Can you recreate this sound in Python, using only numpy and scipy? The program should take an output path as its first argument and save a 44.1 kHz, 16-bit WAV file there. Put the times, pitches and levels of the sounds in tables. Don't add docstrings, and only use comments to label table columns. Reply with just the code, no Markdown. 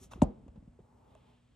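import sys
import numpy as np
from scipy import signal
from scipy.fft import rfft, irfft, next_fast_len
from scipy.io import wavfile
from scipy.ndimage import uniform_filter1d

SR = 44100
rng = np.random.default_rng(int(sys.argv[2]) if len(sys.argv) > 2 else 0)


def bounce(signal):
    frames = np.transpose(np.atleast_2d(signal))
    limited = np.clip(frames, -1, 1)
    pcm = np.round(limited * 32767).astype(np.int16)
    wavfile.write(sys.argv[1], SR, pcm)


N = 68355
T = np.arange(N) / SR
CLUNK_S = .2182


def from_db(db):
    return 10 ** (np.asarray(db) / 20)


def unit_rms(x):
    return x / np.sqrt(np.mean(x ** 2) + 1e-20)


def at_hz(points, hz):
    freqs, values = np.transpose(points)
    return np.interp(np.log(np.maximum(hz, 1)), np.log(freqs), values)


def fader(points):
    return from_db(np.interp(T, *np.transpose(points)))


def delayed(x, seconds):
    hz = np.fft.rfftfreq(2 * N, 1 / SR)
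    return irfft(rfft(x, 2 * N) * np.exp(-2j * np.pi * hz * seconds))[:N]


def swell(start, tau):
    age = np.maximum(T - start, 0) / tau
    return age * np.exp(1 - np.minimum(age, 100))


def ring(start, hz, tau, phase=0):
    return swell(start, tau) * np.sin(2 * np.pi * hz * (T - start) + phase)


def taps(hits, modes):
    return sum(from_db(db + mode_db) * ring(start, hz, tau)
               for start, db in hits for hz, mode_db, tau in modes)


# (f/Hz, left-right correlation)
CORRELATION = [(70, 1), (200, .88), (400, 0.19), (1200, 0.352), (2400, .75), (5000, .92), (15000, 1)]
def noise(spectrum):
    size = next_fast_len(N)
    hz = np.fft.rfftfreq(size, 1 / SR)
    mid, side = rfft(rng.standard_normal((2, size)))
    alike = np.clip(at_hz(CORRELATION, hz), -1, 1)
    stereo = np.sqrt(1 + alike) * mid + np.sqrt(1 - alike) * side * [[1], [-1]]
    eq = from_db(at_hz(spectrum, hz)) * (hz > 20)
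    return unit_rms(irfft(eq * stereo, size)[:, :N])


# (f/Hz, level/dB)
HUM_PARTIALS = [(60, -74), (120, -74.5), (180, -84.5), (241, -75.5)]
def mains_hum():
    return sum(from_db(db) * np.sqrt(2) * np.sin(2 * np.pi * (hz * T + rng.random()))
               for hz, db in HUM_PARTIALS)


# (f/Hz, level/dB)
RUMBLE_EQ = [(25, -10.5), (60, 2.5), (110, 3.5), (170, -4.5), (250, -1.5), (340, -13), (600, -15),
             (1200, -29.5), (3000, -58)]
AIR_EQ = [(100, -10.5), (400, 0.5), (1150, -2), (1800, -4.5), (3200, -13), (5000, -15), (6500, -16),
          (8000, -10), (10500, -24), (12500, -32.5), (16000, -31.5)]
MIDS_EQ = [(200, -18.5), (420, 3), (740, -4.5), (870, 5), (1000, -4), (1250, -7.5), (1700, -26.5),
           (4000, -32.5)]
HISS_EQ = [(600, -19), (1200, -8.5), (1800, -6.5), (2400, -1.5), (3300, 1.5), (4200, -8), (5500, -17),
           (12000, -36.5)]
# (t/s, level/dB)
RUMBLE_RIDE = [(0, -60), (.45, -57.5), (.75, -64.5), (.88, -68), (1.1, -64), (1.3, -67.5), (1.42, -71),
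               (1.55, -67.5)]
MIDS_RIDE = [(0, -85.5), (.76, -82), (.85, -71), (1.0, -69), (1.15, -66.5), (1.21, -71.5), (1.3, -68),
             (1.4, -82), (1.55, -107)]
HISS_RIDE = [(0, -80), (.95, -100), (1.12, -79), (1.22, -79), (1.29, -76), (1.42, -83), (1.55, -84)]
def room_tone(air_db=-80):
    bed = fader(RUMBLE_RIDE) * noise(RUMBLE_EQ) + from_db(air_db) * noise(AIR_EQ)
    return bed + fader(MIDS_RIDE) * noise(MIDS_EQ) + fader(HISS_RIDE) * noise(HISS_EQ)


# (peak t/s, rise/s, fall/s, level/dB, brightness/dB)
BRUSH_STROKES = [(0.04, 0.026, 0.016, -56.5, 31), (0.117, 0.0047, 0.026, -51.5, 5),
                 (0.136, 0.0018, 0.0017, -48, -0.5), (.165, 0.01, 0.074, -64, -10.5)]
# (f/Hz, level/dB)
BRUSH_EQ = [(200, -11.5), (600, 1), (850, 0), (1150, 2), (1450, -8), (1900, -14), (2700, -13), (3900, -15),
            (4750, -24), (5400, -16.5), (6700, -18.5), (8800, -24), (10200, -23), (15000, -30)]
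# (f/Hz, share of the brightness)
BRUSH_SHELF = [(1200, 0.12), (3500, 0.44), (6500, 0.84)]
def brushes(grain_db=0.5):
    out = 0
    for peak, rise, fall, db, bright_db in BRUSH_STROKES:
        flutter = unit_rms(uniform_filter1d(rng.standard_normal(N), size=60))
        envelope = np.exp(-np.maximum((peak - T) / rise, (T - peak) / fall))
        eq = [(hz, band_db + bright_db * at_hz(BRUSH_SHELF, hz)) for hz, band_db in BRUSH_EQ]
        out = out + from_db(db + grain_db * flutter) * envelope * noise(eq)
    return out


# (t/s, level/dB, f/Hz, swell and decay/s, relative thud/dB, relative scuff/dB)
BUMP_HITS = [(.012, -59, 385, 0.012, -8, -19), (.141, -54.5, 110, 0.0025, 11.5, -5),
             (0.158, -41, 182, 0.0032, -23, -15), (0.176, -47, 355, 0.0032, -13, -18),
             (0.189, -41.5, 98, 0.006, 4.5, -34), (0.464, -45, 250, 0.0017, -25, -25),
             (0.4803, -52, 520, 0.0012, 7, -6.5), (0.5569, -47.5, 213, 0.005, -15.5, -9),
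             (.574, -42.5, 175, .003, -2.5, -24.5), (0.624, -49, 215, 0.0033, -8, -19),
             (0.676, -45, 177, 0.0027, -4.5, -23), (.790, -48, 409, 0.0021, -15, -17.5),
             (0.8, -47.5, 164, 0.0026, -6.5, -17), (1.152, -53, 630, 0.0028, -12, -12.5)]
# (f/Hz, level/dB)
SCUFF_EQ = [(300, 9), (600, 8), (1100, -4), (1700, -16), (3000, -15), (4500, -27), (9000, -33),
            (16000, -43)]
def bumps(thud_hz=61, thud_tau=0.0066, thud_lag_s=0.0023, scuff_tau=0.0037):
    tones, scuff_envelope = 0, 0
    for start, db, hz, tau, thud_db, scuff_db in BUMP_HITS:
        thud = from_db(thud_db) * ring(start + thud_lag_s, thud_hz, thud_tau)
        tones = tones + from_db(db) * (ring(start, hz, tau) + thud)
        scuff_envelope = scuff_envelope + from_db(db + scuff_db) * swell(start, scuff_tau)
    return tones + scuff_envelope * noise(SCUFF_EQ)


# (t/s, level/dB)
SNAP_HITS = [(.1348, -40), (.4806, -65.5), (1.1512, -58.5)]
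# (f/Hz, level/dB, swell and decay/s)
CASING_MODES = [(1117, -1.5, 0.0011), (1417, -8.5, 0.0011), (2680, -10.5, 0.0014), (3340, -11.5, 0.00089),
                (7200, -20.5, 0.00095)]
def casing_snaps():
    return taps(SNAP_HITS, CASING_MODES)


# (f/Hz, level/dB)
EARLY_EQ = [(40, -9), (200, -1), (400, -9.5), (590, 12), (740, -8), (920, -1), (1400, -22.5), (3000, -29),
            (5000, -34), (8500, -37), (15000, -51.5)]
TAIL_EQ = [(35, -9.5), (50, 2.5), (100, -13), (190, 4.5), (300, -6.5), (450, -8), (850, -15), (1400, -37.5),
           (3000, -49), (5000, -49), (8000, -46.5), (15000, -83.5)]
# (f/Hz, T60/s)
TAIL_DECAY = [(60, 0.27), (250, 0.37), (700, 0.35), (2000, 0.43), (8000, 0.1)]
def room_ring(early_db=-26, early_t60_s=0.086, tail_db=-31, attack_s=0.0042):
    age = np.maximum(T - CLUNK_S, 0)
    diffuse = rfft(noise(TAIL_EQ))
    out = noise(EARLY_EQ) * from_db(early_db - 60 * age / early_t60_s)
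    octave = np.log2(np.fft.rfftfreq(N, 1 / SR) + 1)
    for centre in range(4, 15):
        band = irfft(diffuse * np.maximum(1 - abs(octave - centre), 0), N)
        out = out + band * from_db(tail_db - 60 * age / at_hz(TAIL_DECAY, 2 ** centre))
    return out * (1 - np.exp(-age / attack_s)) ** 2


# (t/s, level/dB)
TICK_HITS = [(.2190, -43), (0.2223, -32.5), (.2339, -41.5), (0.2349, -51), (.2383, -52), (0.481, -65.5),
             (1.1515, -61.5)]
# (f/Hz, level/dB, swell and decay/s)
LOOSE_PART_MODES = [(3070, -12.5, 0.00035), (5810, -19, 0.000088), (7080, 0.5, 0.00018),
                    (7950, -3.5, 0.00025), (12200, -18.5, 0.00019), (14300, -11.5, .0002)]
def loose_part():
    return taps(TICK_HITS, LOOSE_PART_MODES)


# (f/Hz, level/dB, swell and decay/s, pan as left minus right/dB)
BODY_MODES = [(48, -17, 0.018, 1.5), (64.4, 0.5, 0.0053, 0.5), (142.3, 4, .0042, 0), (250, 10.5, 0.003, 0),
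              (440, -12, 0.0031, -10.5), (582, 0.5, 0.0038, 2.5), (755, -17, 0.0071, -19.5),
              (918, 1.5, 0.0014, 5.5), (1063, -17, 0.0012, 8.5), (1806, -32.5, 0.0012, 3.5),
              (2800, -13.5, 0.00042, -2), (3550, -12.5, 0.00034, -2)]
def clunk(gain_db=-22, lag_cycles=.72, right_lead_s=.00023, max_lead_rad=.6):
    out, side = 0, np.array([[.5], [-.5]])
    for hz, db, tau, pan_db in BODY_MODES:
        arrival = CLUNK_S + lag_cycles / hz
        right_lead = min(2 * np.pi * hz * right_lead_s, max_lead_rad)
        out = out + from_db(db + side * pan_db) * ring(arrival, hz, tau, -side * right_lead)
    return from_db(gain_db) * out


def scene(right_delay_s=.00003):
    knock = clunk() + loose_part() + room_ring()
    handling = casing_snaps() + bumps() + brushes()
    background = mains_hum() + room_tone()
    left, right = knock + handling + background
    return np.array([left, delayed(right, right_delay_s)])


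def record(dry, low_cut_hz=33, stopband_hz=17400):
    low_cut = signal.butter(4, low_cut_hz, "high", fs=SR, output="sos")
    high_cut = signal.cheby2(12, 70, stopband_hz, fs=SR, output="sos")
    return signal.sosfilt(high_cut, signal.sosfilt(low_cut, dry))


dry = scene()
out = record(dry)
bounce(out)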